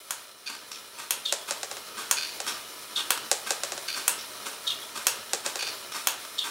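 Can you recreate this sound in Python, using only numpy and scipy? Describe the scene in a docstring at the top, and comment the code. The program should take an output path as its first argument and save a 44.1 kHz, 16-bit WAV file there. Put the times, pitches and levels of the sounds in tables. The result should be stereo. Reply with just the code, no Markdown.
"""First you hear a little motor whining through rattling gears: a toy machine of plastic bricks.
About once a second a lever snaps against its stop. A lift clatters, small plastic balls buzz into
their seat, and light knocks come from the machine. In a slower cycle a slide scrapes and chatters.
Stray balls drop and bounce on the wooden floor, and the small room echoes it all."""
import sys
import numpy as np
from scipy import signal
from scipy.fft import rfft, irfft
from scipy.io import wavfile

SR = 44100
rng = np.random.default_rng(int(sys.argv[2]) if len(sys.argv) > 2 else 0)


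def master(y):
    """Save y as 16-bit WAV."""
    cut = np.clip(np.atleast_2d(y).T, -1, 1)
    pcm = np.round(cut * 32767)  # scale
    wavfile.write(sys.argv[1], SR, pcm.astype(np.int16))


N = 286738
T = np.arange(N) / SR
HZ = np.fft.rfftfreq(8192, 1 / SR)  # the frequencies on which spectra are drawn
TOP_HZ = 15900  # upper edge of the sound
STROKE_S, FIRST_STEP_S, LIFT_STEP_S = 1.709, .476, .496  # slide period; lift start and period

# Levels in the tables are relative: the functions add their own gains.
# how long the room takes to fade by 60 dB (frequency [Hz], time [s])
ROOM_FADE = [(150, 0.08), (600, 0.37), (2000, 0.44), (6000, 0.24), (10000, 0.3), (16000, 0.13)]
# spectrum of the room's tail (frequency [Hz], level [dB])
ROOM_SPECTRUM = [(150, -4), (600, 0.85), (2000, -1.54), (4500, 0.6), (7000, -2), (15000, -4.3)]
# first echoes from floor and walls (delay [s], level [dB])
ROOM_ECHOES = [(.0008, -6.5), (.0016, -15.5), (.0025, -10), (.0032, -10), (.0052, -18.5), (0.0123, -22.5),
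               (0.014, -10.5)]
# the motor runs free on the slide's return and slows under load (time in stroke [s], speed [turns/s])
MOTOR_SPEED = [(.22, 118.8), (.6, 117.5), (1.35, 116.2)]
# motor tones; its three poles favour every third one (multiple of shaft speed [-], level [dB])
MOTOR_TONES = [(1, -79), (3, -76), (60, -69), (63, -70), (66, -69), (69, -67), (72, -65), (75, -66),
               (78, -60), (81, -63), (84, -61), (87, -65), (90, -68), (93, -60), (96, -71), (99, -66),
               (102, -70), (105, -72), (117, -74), (126, -70), (129, -72), (130, -68), (131, -70),
               (132, -70)]
# the running sound fades in over the first two seconds, then holds steady (time [s], level [dB])
RUNNING_LEVEL = [(0, -44.5), (.4, -50), (1.2, -44.5), (1.9, -42.2), (3.7, -41), (6.5, -41.5)]
# spectrum of the gear teeth (frequency [Hz], level [dB])
TEETH_SPECTRUM = [(18, -45), (30, -19), (106, -19), (174, -19), (461, -2), (1160, -1.5), (1280, -3.5),
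                  (1810, -2), (3310, -6.5), (3770, 0), (4910, -5.5), (5310, -2.5), (7470, -8.5),
                  (9460, -5.5), (16000, -11.5)]
# resonances of the frame under the gears (frequency [Hz], width [Hz], level [dB])
FRAME_MODES = [(71, 13, -14), (123, 23, -6), (251, 34, 1), (340, 94, -5), (482, 62, 3), (730, 170, -3),
               (1306, 160, -0.5), (1670, 180, -0.5), (2960, 240, -1.5), (4100, 1100, -6), (5510, 150, -3)]
# strength of each step of the lift, in order (level [dB])
LIFT_STEPS = [-39, -36.5, -34.5, -32.5, -30.5, -32.5, -31.5, -32, -34, -33.5, -32, -32.5, -31.5]
# spectrum of the lift's loose bricks (frequency [Hz], level [dB])
BRICK_SPECTRUM = [(59, -70), (100, -27.5), (229, -6.5), (350, -9), (570, -6), (801, -9), (970, -1.5),
                  (1100, -9), (1250, -2.5), (2170, -7.5), (2630, -5.5), (9410, -9), (16000, -22.5)]
# hollow ring of the lift (frequency [Hz], width [Hz], level against the brick spectrum [dB])
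LIFT_MODES = [(1120, 1100, 1), (1670, 310, -2)]
# strokes of the slide (time [s], scrape level [dB], chatter level [dB])
SLIDE_STROKES = [(.459, -9.3, -3), (2.165, -1, 0), (3.876, -2.8, 0.5), (5.586, -1, -1.8)]
# shrill chatter in mid-stroke (time in stroke [s], level [dB], rise [s], decay [s], pitch [factor])
SLIDE_CHATTERS = [(0.788, -21.5, 0.01, 0.017, 1.03), (0.82, -25.5, 0.0059, 0.019, 0.98),
                  (.925, -42, .025, .03, .98)]
# resonances of the slide (frequency [Hz], width [Hz], level [dB])
SLIDE_MODES = [(2880, 95, -4.5), (3280, 440, -6), (3560, 340, -2.5), (4020, 680, -9.5), (5800, 5300, -23.5)]
# each stroke opens with a bite, then a drag (time in stroke [s], level [dB], rise [s], decay [s])
RAIL_SCRAPES = [(0, -25.5, 0.0028, 0.049), (.05, -31.5, 0.012, 0.052)]
# resonances of the scraped rail (frequency [Hz], width [Hz], level [dB])
RAIL_MODES = [(1650, 500, -10), (2440, 310, -4.5), (2910, 340, -4.5), (3510, 250, -5.5), (4290, 320, -1.5),
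              (4650, 350, -0.5), (5660, 910, -12.5), (6510, 820, -14), (9240, 3900, -21)]
# a ball rolls into its seat (time [s], level [dB])
SEAT_ARRIVALS = [(0.712, -38), (2.47, -32), (4.175, -39), (5.915, -33.5)]
# resonances of the seat (frequency [Hz], width [Hz], level [dB])
SEAT_MODES = [(3630, 3900, -6), (5380, 500, -1), (5870, 400, -5), (8800, 880, -19)]
# light knocks in the machine, two of them as the slide scrapes (time [s], level [dB])
LIGHT_KNOCKS = [(0.4981, -23.5), (0.549, -24), (0.714, -24.5), (0.9983, -27), (2.464, -18.5), (3.1734, -18),
                (4.4643, -19), (4.9733, -18), (5.591, -25), (5.623, -25.5), (5.9185, -21.5),
                (6.2478, -24.5)]
# the lever hits its stop (time [s], level [dB])
LEVER_SNAPS = [(0.106, -14.5), (1.106, -9), (2.11, -5.5), (3.104, -6), (4.078, -5), (5.067, -5),
               (6.07, -6.5)]
# resonances of the lever (frequency [Hz], width [Hz], level [dB])
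LEVER_MODES = [(500, 140, -1.5), (790, 430, -5.5), (970, 93, 3), (1516, 270, 3.5), (1960, 120, -6),
               (2706, 124, 4), (3140, 600, 0), (4580, 520, -6), (5600, 310, -1), (6470, 560, 0.5),
               (6900, 600, 0), (7900, 400, -0.5), (9050, 800, 1), (10500, 710, -9.5), (11000, 560, -5),
               (11650, 490, -5.5), (13500, 640, -4), (14600, 440, -6), (15400, 600, -6)]
# spectrum of a ball's tick (frequency [Hz], level [dB])
TICK_SPECTRUM = [(60, -43), (200, -29.5), (400, -8), (900, -2), (1750, -0.5), (2200, -4), (3500, -0.5),
                 (5500, 1.5), (7400, 5), (10000, -1.5), (12500, -9), (16000, -20)]
# stray balls land (time [s], level [dB], first flight [s], speed kept per bounce [share], board note [Hz])
BALL_DROPS = [(1.323, -8.7, .184, .668, 580), (2.401, -17, 0, 0, 571), (3.313, -5.2, .192, .668, 555),
              (5.332, -9.2, .129, .73, 490)]


def amp(db):
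    """Turns decibels into a gain."""
    return 10 ** (np.asarray(db) / 20)


def unit(x):
    """Scales a signal to an average (rms) size of 1."""
    return x / np.sqrt(np.mean(x ** 2) + 1e-20)


def read(points, hz):
    """Joins a table's points on a log-frequency axis and reads it at hz."""
    f, value = np.transpose(points)
    return np.interp(np.log(hz + 1), np.log(f + 1), value)


def add(mix, s, sound):
    """Adds a sound into the mix at s seconds."""
    part = mix[max(round(s * SR), 0):][:len(sound)]
    part += sound[:len(part)]


def resonances(modes, order=1):
    """Spectrum in dB of the notes a part rings at; a higher order makes steeper peaks."""
    power = sum(amp(db) ** 2 / (1 + ((HZ ** 2 - f ** 2) / (width * HZ + 1e-9)) ** 2) ** order
                for f, width, db in modes)
    return 10 * np.log10(power + 1e-12)


def ring(spectrum_db):
    """How a part with this spectrum rings after one tap, scaled to energy 1."""
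    log_gain = np.log(amp(np.maximum(spectrum_db - spectrum_db.max(), -90)))
    mirrored = np.concatenate([log_gain, log_gain[-2:0:-1]])
    spectrum = np.exp(np.conj(signal.hilbert(mirrored)))  # minimum phase: the energy comes early
    response = np.fft.ifft(spectrum).real[:len(HZ)]
    return response / np.linalg.norm(response)


def through(x, response):
    """Lets every sample of x set off the response, keeping the length of x."""
    return signal.oaconvolve(x, response)[:len(x)]


def disperse(x, width_hz, count):
    """Bending waves reach the air at slightly different times; all-pass filters make this smear."""
    radius = np.exp(-np.pi * width_hz / SR)
    for hz in (np.arange(count) + rng.random(count)) * TOP_HZ / count:
        poles = [1, -2 * radius * np.cos(2 * np.pi * hz / SR), radius * radius]
        x = signal.lfilter(poles[::-1], poles, x)
    return x


def contacts(per_s, spread_db):
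    """Tiny hits of uneven size at random times."""
    size = amp(spread_db * np.minimum(rng.exponential(1, N), 4))
    return unit(size * rng.choice([-1, 1], N) * (rng.random(N) < per_s / SR))


def waver(rate_hz):
    """A random wobble: noise with only its slow changes kept."""
    keep_slow = np.exp(-(np.fft.rfftfreq(N, 1 / SR) / rate_hz) ** 2)
    return unit(irfft(rfft(rng.standard_normal(N)) * keep_slow, N))


def rattle(bursts, spectrum_db, per_s, spread_db):
    """Bursts of tiny hits swell and die away, making one part ring."""
    power = np.zeros(N)
    for s, db, rise, decay in bursts:
        swell = np.clip((T - s) / rise, 0, 1)
        fade = np.exp(-np.clip((T - s - rise) / decay, 0, 20))
        power += (amp(db) * swell * fade) ** 2
    hits = contacts(per_s, spread_db) * np.sqrt(power)
    return through(hits, disperse(ring(spectrum_db), width_hz=770, count=12))


def repeated(bursts, strokes):
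    """Places the same bursts in every stroke, shifted by its time and level."""
    return [(start + s, stroke_db + db, rise, decay)
            for start, stroke_db in strokes for s, db, rise, decay in bursts]


def room(x, tail_db):
    """Sound arrives directly, then as echoes and a dense tail whose bass and top treble die first."""
    hz, t, noise = signal.stft(rng.standard_normal(SR // 2), SR, nperseg=256)
    fade_s = read(ROOM_FADE, hz)[:, None]
    noise *= amp(read(ROOM_SPECTRUM, hz)[:, None] - 60 * t / fade_s)
    noise *= np.sqrt(2 * np.log(1000) / (fade_s * SR))  # a longer fade adds no energy
    response = amp(tail_db) * signal.istft(noise, SR)[1]
    response *= np.minimum(T[:len(response)] / 0.002, 1)
    add(response, 0, [1])  # the direct sound
    click = signal.unit_impulse(SR // 100)
    for delay, db in ROOM_ECHOES:
        add(response, delay, amp(db) * disperse(click, width_hz=1460, count=3))
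    travel = np.zeros(round(.0015 * SR))  # time to reach the listener
    return through(x, np.concatenate([travel, response / np.linalg.norm(response)]))


def shaft_speed(sag_turns_per_s=.38):
    """Turns a second: the motor slows with each stroke of the slide and each step of the lift."""
    speed = np.interp(T - SLIDE_STROKES[0][0], *np.transpose(MOTOR_SPEED), period=STROKE_S)
    return speed - sag_turns_per_s * np.cos(2 * np.pi * (T - FIRST_STEP_S) / LIFT_STEP_S)


def gear_level(db_per_speed=0.6):
    """Level of the gears in dB: louder when they run faster."""
    speed = shaft_speed()
    return np.interp(T, *np.transpose(RUNNING_LEVEL)) + db_per_speed * (speed - speed.mean())


def motor(level_db=-1.5, follow_gears=0.73):
    """Tones at multiples of the shaft speed flutter at the brushes and grow louder with the gears."""
    speed = shaft_speed() * (1 + .0005 * waver(rate_hz=25))
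    turns = np.cumsum(speed) / SR
    whine = np.zeros(N)
    for multiple, db in MOTOR_TONES:
        flutter = 1 + 0.19 * waver(rate_hz=18)
        whine += amp(db) * flutter * np.sin(2 * np.pi * (multiple * turns + rng.random()))
    gear_db = gear_level()
    return amp(level_db + follow_gears * (gear_db - np.median(gear_db))) * np.sqrt(2) * whine


def gears(teeth_db=-2.0, frame_db=-5.5, surge_db=1.17, lurch_db=2, low_cut_hz=65):
    """Teeth tick densely, while the slack in the axles knocks the frame in uneven lurches."""
    teeth = contacts(per_s=7000, spread_db=2.5) * amp(surge_db * waver(rate_hz=16))
    slack = contacts(per_s=700, spread_db=2.5) * amp(lurch_db * waver(rate_hz=11))
    sound = amp(teeth_db) * through(teeth, ring(read(TEETH_SPECTRUM, HZ)))
    sound += amp(frame_db) * through(slack, ring(resonances(FRAME_MODES)))
    return amp(gear_level()) * signal.lfilter(*signal.butter(1, low_cut_hz, "high", fs=SR), sound)


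def lift_spectrum():
    """The sound of the bricks plus the lift's hollow ring, in dB."""
    hollow_power = amp(resonances(LIFT_MODES)) ** 2
    return read(BRICK_SPECTRUM, HZ) + 10 * np.log10(1 + hollow_power)


def lift(rise_s=0.018, decay_s=0.055):
    """Loose bricks clatter at every step of the lift."""
    steps = [(FIRST_STEP_S + k * LIFT_STEP_S, db, rise_s, decay_s) for k, db in enumerate(LIFT_STEPS)]
    return rattle(steps, lift_spectrum(), per_s=1500, spread_db=1.0)


def slide(level_db=-0.6):
    """Quick slips make the slide ring shrilly; the pitch sags as it settles."""
    out = np.zeros(N)
    strokes = [(s, db) for s, _, db in SLIDE_STROKES]
    for *burst, pitch in SLIDE_CHATTERS:
        modes = [(hz * pitch, width, db) for hz, width, db in SLIDE_MODES]
        out += rattle(repeated([burst], strokes), resonances(modes, order=2), per_s=1100, spread_db=1.5)
    return amp(level_db) * out


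def rail():
    """The slide scrapes back along its rail."""
    scrapes = repeated(RAIL_SCRAPES, [(s, db) for s, db, _ in SLIDE_STROKES])
    return rattle(scrapes, resonances(RAIL_MODES, order=2), per_s=1300, spread_db=5.0)


def seat(rise_s=0.0029, decay_s=0.046):
    """A ball buzzes briefly as it settles in its seat."""
    buzzes = [(s, db, rise_s, decay_s) for s, db in SEAT_ARRIVALS]
    return rattle(buzzes, resonances(SEAT_MODES, order=2), per_s=1000, spread_db=4)


def knocks(level_db=11):
    """Light knocks in the machine ring with the same hollow sound as the lift."""
    out = np.zeros(N)
    for s, db in LIGHT_KNOCKS:
        add(out, s, amp(db + level_db) * disperse(ring(lift_spectrum()), width_hz=250, count=24))
    return out


def lever(level_db=16, low_cut_hz=380, uneven_db=3.0):
    """A turning cam snaps the lever; each snap shares its force differently among the resonances."""
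    out = np.zeros(N)
    for s, db in LEVER_SNAPS:
        modes = [(hz, width, mode_db + uneven_db * rng.standard_normal())
                 for hz, width, mode_db in LEVER_MODES]
        snap = disperse(ring(resonances(modes)), width_hz=640, count=11)
        add(out, s, amp(db + level_db) * snap)
    return signal.lfilter(*signal.butter(1, low_cut_hz, "high", fs=SR), out)


def bouncing_balls(level_db=14.0, bright_db=-5.5, bounce_loss_db=4, board_width_hz=440, lag_s=0.00294):
    """Ever lower, quicker bounces: each ticks, and the floorboard swings out with a knock just after."""
    out = np.zeros(N)
    for s, db, flight_s, speed_kept, board_hz in BALL_DROPS:
        knock = ring(resonances([(board_hz, board_width_hz, 0)], order=2))
        while True:
            softer_db = bright_db - db
            spectrum = read(TICK_SPECTRUM, HZ) - softer_db * HZ / TOP_HZ  # softer bounces are duller
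            tick = disperse(ring(spectrum), width_hz=850, count=9)
            board_db = -9.5 + .12 * softer_db  # the knock fades less than the tick
            add(out, s, amp(db + level_db) * tick)
            add(out, s + lag_s, amp(db + level_db + board_db) * knock)
            if flight_s < .045 or s > N / SR:  # too short a hop ends the bouncing
                break
            s += flight_s
            db -= bounce_loss_db
            flight_s *= speed_kept
    return out


def scene():
    """The running machine, its snaps and the stray balls in the room, the same in both channels."""
    drive = room(gears() + motor(), tail_db=-2)
    clatter = room(lift() + slide() + rail() + seat() + knocks(), tail_db=-4.5)
    mix = drive + clatter + room(lever(), tail_db=1.0) + room(bouncing_balls(), tail_db=-1.0)
    return np.array([mix, mix])


def record(dry):
    """Cuts away the treble above TOP_HZ."""
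    low_pass = signal.firwin(401, TOP_HZ, window=("kaiser", 8), fs=SR)
    return signal.oaconvolve(dry, low_pass[None], "same")


dry = scene()
out = record(dry)
master(out)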